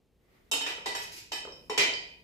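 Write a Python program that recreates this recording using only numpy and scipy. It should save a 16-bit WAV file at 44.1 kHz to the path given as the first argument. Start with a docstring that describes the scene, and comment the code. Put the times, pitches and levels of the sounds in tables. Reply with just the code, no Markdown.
"""Racking plates in a kitchen

Ceramic plates are set upright in a wooden stand on the counter, a metre or so from a stereo pair.
A plate rubs and clinks against its neighbours, knocks on the stand, scrapes along, then drops home
with a clatter. Each contact is a short crack plus the ringing of plates and stand; the hard room
prolongs it over a faint rumble."""
import sys
import numpy as np
from scipy import signal
from scipy.fft import rfft, irfft, next_fast_len
from scipy.io import wavfile

SR = 44100
rng = np.random.default_rng(int(sys.argv[2]) if len(sys.argv) > 2 else 0)


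def master_out(mix):
    """Clip the mix to full scale and print it as 16-bit PCM to the path in sys.argv[1]."""
    frames = np.transpose(np.atleast_2d(mix))
    ceiling = np.clip(frames, -1, 1)
    pcm = np.round(ceiling * 32767).astype(np.int16)
    wavfile.write(sys.argv[1], SR, pcm)


N = 98607
SIZE = 49152  # samples in one event and its decay
T = np.arange(SIZE) / SR
HZ = np.maximum(np.fft.rfftfreq(SIZE, 1 / SR), 1)

# the kitchen at the microphones, by band: f/Hz, t60/s, side over mid/dB, left over right/dB
ROOM_BANDS = [(122, 0.58, -31.5, 3), (280, 0.35, -13, -1), (600, 0.74, -7.5, -2), (1126, 0.48, 3.5, 0),
              (2900, 0.6, -0.5, -2.5), (5200, 0.48, 0.5, -0.5), (7300, 0.46, -0.5, -7), (11000, 0.27, 1, 1)]
# the six bands that shape a crack: f/Hz
CRACK_BANDS = [400, 1000, 2000, 3500, 7000, 12000]


def undb(db):
    """Decibels to gain."""
    return 10 ** (np.asarray(db) / 20)


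def along(points, hz, axis=1):
    """Reads a column of a table on a log-frequency axis."""
    table = np.array(points, float)
    return np.interp(np.log(hz), np.log(table[:, 0]), table[:, axis])


def unit(x):
    """Scales each channel to energy 1."""
    return x / np.sqrt(np.sum(x ** 2, axis=-1, keepdims=True) + 1e-18)


def fade(t60):
    """Exponential decay by 60 dB in t60 seconds."""
    return np.exp(-np.log(1000) * T / t60)


def colour(x, points):
    """Filters x by a spectrum, to rms 1."""
    n = x.shape[-1]
    size = next_fast_len(n)
    hz = np.maximum(np.fft.rfftfreq(size, 1 / SR), 1)
    filtered = irfft(rfft(x, size) * undb(along(points, hz)), size)
    return unit(filtered[..., :n]) * np.sqrt(n)


def click(db):
    """The shortest causal pulse with the given spectrum."""
    cepstrum = irfft(db * np.log(10) / 20)
    cepstrum[1:SIZE // 2] *= 2
    cepstrum[SIZE // 2 + 1:] = 0
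    return irfft(np.exp(rfft(cepstrum)))


def add(out, x, s):
    """Mixes x into out from time s."""
    start = int(s * SR)
    n = min(x.shape[-1], N - start)
    out[..., start:start + n] += x[..., :n]


def through(x, room):
    """Plays a short sound into the room."""
    return irfft(rfft(x, 2 * SIZE) * room)[:, :SIZE]


def room_tone(floor_db=-73.5, side_db=-9.5):
    """Faint room noise and a low rumble that swells while the plates are moved."""
    # spectrum of the steady noise: f/Hz, relative level/dB
    floor_spectrum = [(25, -15), (54, -8), (80, -12), (190, -27), (400, -15.5), (750, -26.5), (1500, -36),
                      (3000, -34.5), (8000, -48), (15000, -96)]
    # spectrum of the rumble: f/Hz, relative level/dB
    rumble_spectrum = [(20, -20), (52, 0), (100, -7), (170, -5), (400, -12), (1000, -37)]
    # swell of the rumble: t/s, level/dB
    rumble_swell = [(0, -74.5), (.6, -65), (.95, -61), (1.2, -63), (1.45, -63), (1.649, -59.5), (2.24, -66)]
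    floor_mid, floor_side = colour(rng.standard_normal((2, N)), floor_spectrum) * undb(floor_db)
    times, db = np.array(rumble_swell).T
    swell = undb(np.interp(np.arange(N) / SR, times, db))
    rumble_mid, rumble_side = colour(rng.standard_normal((2, N)), rumble_spectrum) * swell
    mid = floor_mid + rumble_mid
    side = undb(side_db) * (floor_side + rumble_side)
    return np.array([mid + side, mid - side])


def rub():
    """Glaze slides softly over glaze as the plate is lowered behind the others."""
    # swell of the rub: t/s, level/dB
    rub_swell = [(.17, -110), (.28, -73), (0.359, -66), (.44, -72), (0.504, -70)]
    # friction noise as the plates colour it: f/Hz, relative level/dB
    rub_spectrum = [(200, -22), (370, 8.5), (700, 1.5), (1020, -1.5), (1300, 1.5), (1600, -2), (2000, 4.5),
                    (2600, -3.5), (3050, -5), (5000, -10.5), (9000, -21), (15000, -14)]
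    times, db = np.array(rub_swell).T
    swell = np.interp(np.arange(N) / SR, times, undb(db), left=0, right=0)
    return colour(rng.standard_normal((2, N)), rub_spectrum) * swell


def kitchen(direct_db=-13, left_lag_s=0.00018, build_s=0.001, early_db=-5, early_s=0.0055):
    """Frequency response from one spot to the pair: weak direct sound, close reflections, a tail."""
    noise = rfft(rng.standard_normal((2, SIZE)))
    centres = np.log([row[0] for row in ROOM_BANDS])
    early = 1 + undb(early_db) * np.exp(-T / early_s)  # counter and tiles close by
    onset = (1 - np.exp(-T / build_s)) * early
    out = np.zeros((2, SIZE))
    for band, (_, t60, side_db, pan_db) in zip(np.eye(len(ROOM_BANDS)), ROOM_BANDS):
        mid, side = irfft(noise * np.interp(np.log(HZ), centres, band))
        width = undb(side_db)
        pair = np.array([mid + width * side, mid - width * side]) / np.hypot(1, width)
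        out += pair * unit(onset * fade(t60)) * undb([[pan_db / 2], [-pan_db / 2]])
    out[0, int(left_lag_s * SR)] += undb(direct_db)
    out[1, 0] += undb(direct_db)
    return rfft(out, 2 * SIZE)


def crack(levels, bass_hz=268, crunch_hz=1460, crunch_s=0.0043):
    """Ceramic meets ceramic: one clean push in the bass, a crunch of tiny touches in the treble."""
    db = along(list(zip(CRACK_BANDS, levels)), HZ)
    octaves_below = np.maximum(np.log2(bass_hz / HZ), 0)
    octaves_above = np.maximum(np.log2(HZ / CRACK_BANDS[-1]), 0)
    db = db - 22.5 * octaves_below - 8 * octaves_above
    crunch_share = 0.53 / (1 + (crunch_hz / HZ) ** 2)
    push = click(db + 10 * np.log10(1 - crunch_share))
    touch = click(db + 10 * np.log10(crunch_share))
    scatter = unit(rng.standard_normal(SIZE) * np.exp(-T / crunch_s))
    return push + irfft(rfft(touch) * rfft(scatter))


def struck(hz, t60, attack_s=0.00065):
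    """One mode: it swells during the contact, then dies away."""
    return np.sin(2 * np.pi * hz * T) * (1 - np.exp(-T / attack_s)) * fade(t60)


def body_rings(modes, room, grip=0.73, direct_db=-9.5):
    """The stereo ring of each mode of a plate or the stand, heard directly and through the room."""
    rings = []
    for hz, db, t60 in modes:
        ring = struck(hz, t60 * grip)  # hand and stand shorten every ring
        mid, side = unit(through(ring, room))
        mid = unit(mid + undb(direct_db) * unit(ring))
        side = unit(side - np.dot(side, mid) * mid)  # keep only what is unlike the mid
        side *= undb(along(ROOM_BANDS, hz, axis=2))
        pan_db = along(ROOM_BANDS, hz, axis=3)
        pair = unit(np.array([mid + side, mid - side]))
        rings.append(pair * undb([[db + pan_db / 2], [db - pan_db / 2]]))
    return np.array(rings)


def clinks(rooms, tilt_hz=3000, spread_db=0.88, radiate_hz=232):
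    """Each contact cracks and sets four plates and the stand ringing; they radiate little bass."""
    # contacts: t/s, crack level/dB in each of CRACK_BANDS, ring gain/dB of each of the five bodies,
    # ring tilt/(dB per octave) above tilt_hz
    contacts = [ (.5140, 6, 7.5, -17, 1, 8, -8, 0.5, -38, -44, -36, -17, 0.5),
                (.5330, -2.5, 1.5, 1.5, 8, -14, -33, -7, -32, -40, -38, -11, -3),
                (.6080, -5, -7, 1.5, 0, -28, -39, -7, -1.5, -20, -22, -14, -5.5),
                (.6640, 3, 2, 8.5, 5, -10, -23, -16, -8, -12.5, -6.5, -8.5, -1),
                (.8590, 7.5, 9, -6.5, 5.5, -4.5, -20.5, -14, -9.5, -16, 2, 2, 1),
                (0.9499, -8, -2.5, 5.5, 2, -5.5, -17, -25, -3.5, -24, -5.5, -9.5, 2.5),
                (1.3187, 1, 3, 0.5, 1.5, -7.5, -26, -12.5, 1, -17.5, -6.5, -10.5, -0.5),
                (1.6967, -8, -7, -4, -7, -8.5, -22.5, -12, -12, -16.5, -5, 5.5, -6.5),
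                (1.7770, 9.5, 6, 10.5, 16.5, 9.5, -10, -21, 4, 3.5, -0.5, 3, -1.5),
                (1.7890, 12, 1, 16, 9.5, -4, -17, -28, -25, -4.5, 1, -2, -4),
                (1.7965, 7, 5, 6, 16.5, 1.5, -26, -22, -16, -5, -22, -9.5, -5),
                (1.8060, -12, -1, 3, 4, -16, -24, -14.5, -23, -7.5, -5, -14, -2.5),
                (1.8310, 7, 0, -6.5, -3, -14, -23, -7.5, -10, -7, -7, -9.5, -15)]
    # modes of the rear, middle, front and hand-held plates and the wooden stand:
    # f/Hz, relative level/dB, t60/s before the grip shortens it
    rear_modes = [(277.5, -14.5, 0.33), (461.8, -13.5, 0.45), (908.5, -9.5, 0.13), (1189, -17.5, 0.27),
                  (1393, -15, 0.068), (2496, -5.5, 0.71), (2700, -3.5, 0.16), (2853, -9, 0.23),
                  (3027, -2, 0.62), (3055, 2, 0.12), (3719, -1, 0.056), (4640, -12, 0.12), (5330, -4, 0.15),
                  (6410, -19, .12), (6520, -20, 0.082), (6900, -14.5, 0.34), (7497, -8.5, 0.098),
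                  (7743, -23, 0.094), (8080, -10, 0.11), (8460, -10, 0.32), (9255, -23, 0.41),
                  (10080, -19, 0.4), (10300, -20.5, 0.31), (11260, -16, 0.22), (11500, -17, .1),
                  (12684, -17, 0.34), (14912, -26, 0.22)]
    middle_modes = [(898, -14.5, .15), (1735, -12.5, 0.33), (2550, -11, 0.12), (3035, -13.5, 0.28),
                    (3090, -12, 0.32), (3900, -17, .2), (4433, -15.5, 0.1), (4680, -17, 0.13),
                    (5400, -11.5, 0.29), (5446, -10.5, 0.3), (6500, -33, .2), (7430, -18, .2),
                    (8350, -20.5, 0.22), (9140, -43, .26), (9942, -24, .3), (11700, -22.5, 0.16),
                    (12875, -39, .3), (13523, -31, 0.16)]
    front_modes = [(453, -11.5, 0.072), (1915, -11, .25), (2080, -3, 0.22), (1988, -5, 0.16),
                   (2366.5, -0.5, 0.25), (2462, 0.5, .22), (3082, -2, .35), (3910, -10.5, 0.17),
                   (4160, -15, 0.071), (4826, -9, 0.18), (5442, -10, 0.069), (6105, -21, 0.39),
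                   (6420, -8, 0.048), (6660, -20, 0.083), (9130, -48, 0.17), (11130, -16, .1),
                   (13702, -22, 0.149)]
    held_modes = [(782, -12, 0.13), (952.7, -8.5, 0.22), (1968, -5.5, 0.085), (3840, -15, 0.17),
                  (4525, -13, 0.28)]
    stand_modes = [(411.7, -18, 0.23), (442.5, -13, 0.12), (663, -20.5, 0.17), (882, -16, 0.092),
                   (969, -10, 0.14)]
    bodies = []
    for modes, room in zip((rear_modes, middle_modes, front_modes, held_modes, stand_modes), rooms):
        octaves_above = np.maximum(np.log2(np.array(modes)[:, 0] / tilt_hz), 0)
        bodies.append((body_rings(modes, room), octaves_above))
    out = np.zeros((2, N))
    for k, (s, *levels, tilt_db) in enumerate(contacts):
        crack_levels, ring_gains = levels[:len(CRACK_BANDS)], levels[len(CRACK_BANDS):]
        add(out, through(crack(crack_levels), rooms[k % len(rooms)]), s)
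        for (rings, octaves_above), db in zip(bodies, ring_gains):
            # where a plate is touched changes the strength of each mode
            touch_db = spread_db * rng.standard_normal(len(rings))
            strength = undb(db + tilt_db * octaves_above + touch_db)
            add(out, np.tensordot(strength, rings, 1), s)
    return signal.sosfilt(signal.butter(5, radiate_hz, "high", fs=SR, output="sos"), out)


def scrapes(room, grains_per_s=2500, spread_db=8.5, attack_s=0.0025):
    """A rim slides over its neighbour in short pushes of dense, uneven grains."""
    # pushes of rim on rim: t/s, length/s, level/dB
    pushes = [(0.663, .05, -45.5), (1.014, 0.058, -38), (1.115, 0.031, -39), (1.159, 0.037, -37.5)]
    # spectrum of the scraping rim: f/Hz, relative level/dB
    scrape_spectrum = [(200, 8), (1200, 3.5), (2400, 16.5), (2510, 26), (2620, 14), (3500, 13),
                       (5000, 18.5), (7000, 12), (9500, 3.5), (11500, 14), (13500, 3), (16000, -16)]
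    out = np.zeros((2, N))
    for s, length, db in pushes:
        catches = rng.random(SIZE) < grains_per_s / SR
        grains = catches * rng.standard_normal(SIZE) * undb(spread_db * rng.standard_normal(SIZE))
        push = np.minimum(T / attack_s, 1) * np.sqrt(np.maximum(1 - T / length, 0))
        add(out, through(colour(grains, scrape_spectrum) * push * undb(db), room), s)
    return out


def knocks(room, overtone_ratio=2.4, overtone_db=1.5, echo_db=5.5):
    """The wooden stand rocks on the counter: a dull thump with a shorter overtone."""
    # thumps of the stand: t/s, f/Hz, t60/s, level/dB
    thumps = [(.783, 545, 0.019, -37.5), (.882, 409, 0.073, -42.5), (1.4518, 540, .014, -31),
              (1.4738, 421, 0.029, -38), (1.6975, 425.5, 0.098, -34.5), (1.79, 156, 0.063, -45.5),
              (1.944, 336, 0.054, -47.5)]
    out = np.zeros((2, N))
    for s, hz, t60, db in thumps:
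        overtone = struck(hz * overtone_ratio, t60 / overtone_ratio)
        thump = struck(hz, t60) + undb(overtone_db) * overtone
        add(out, (thump + undb(echo_db) * through(thump, room)) * undb(db), s)
    return out


def ticks(room, direct_db=-9):
    """A rim flicks its neighbour and rings for a moment in one bright band."""
    # light flicks of rim on rim: t/s, centre f/Hz, width/Hz, level/dB
    flicks = [(1.5221, 5214, 390, -18.5), (1.6980, 5410, 200, -14), (1.7807, 5000, 3930, -6.5),
              (1.8012, 5450, 3460, -11), (1.9376, 4780, 650, -7)]
    out = np.zeros((2, N))
    for s, hz, width, db in flicks:
        band_db = -20 * np.log10(1 + (2 * (HZ - hz) / width) ** 2)
        pulse = unit(click(band_db))
        add(out, (through(pulse, room) + undb(direct_db) * pulse) * undb(db), s)
    return out


def scene():
    """The plates and stand as the pair hears them, from five spots that each echo differently."""
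    rooms = [kitchen() for _ in range(5)]
    clatter = clinks(rooms) + knocks(rooms[2]) + ticks(rooms[0])
    return clatter + scrapes(rooms[1]) + rub() + room_tone()


def record(dry):
    """The recorder cuts the treble steeply above 15.3 kHz."""
    return signal.sosfilt(signal.ellip(8, .2, 70, 15300, fs=SR, output="sos"), dry)


dry = scene()
out = record(dry)
master_out(out)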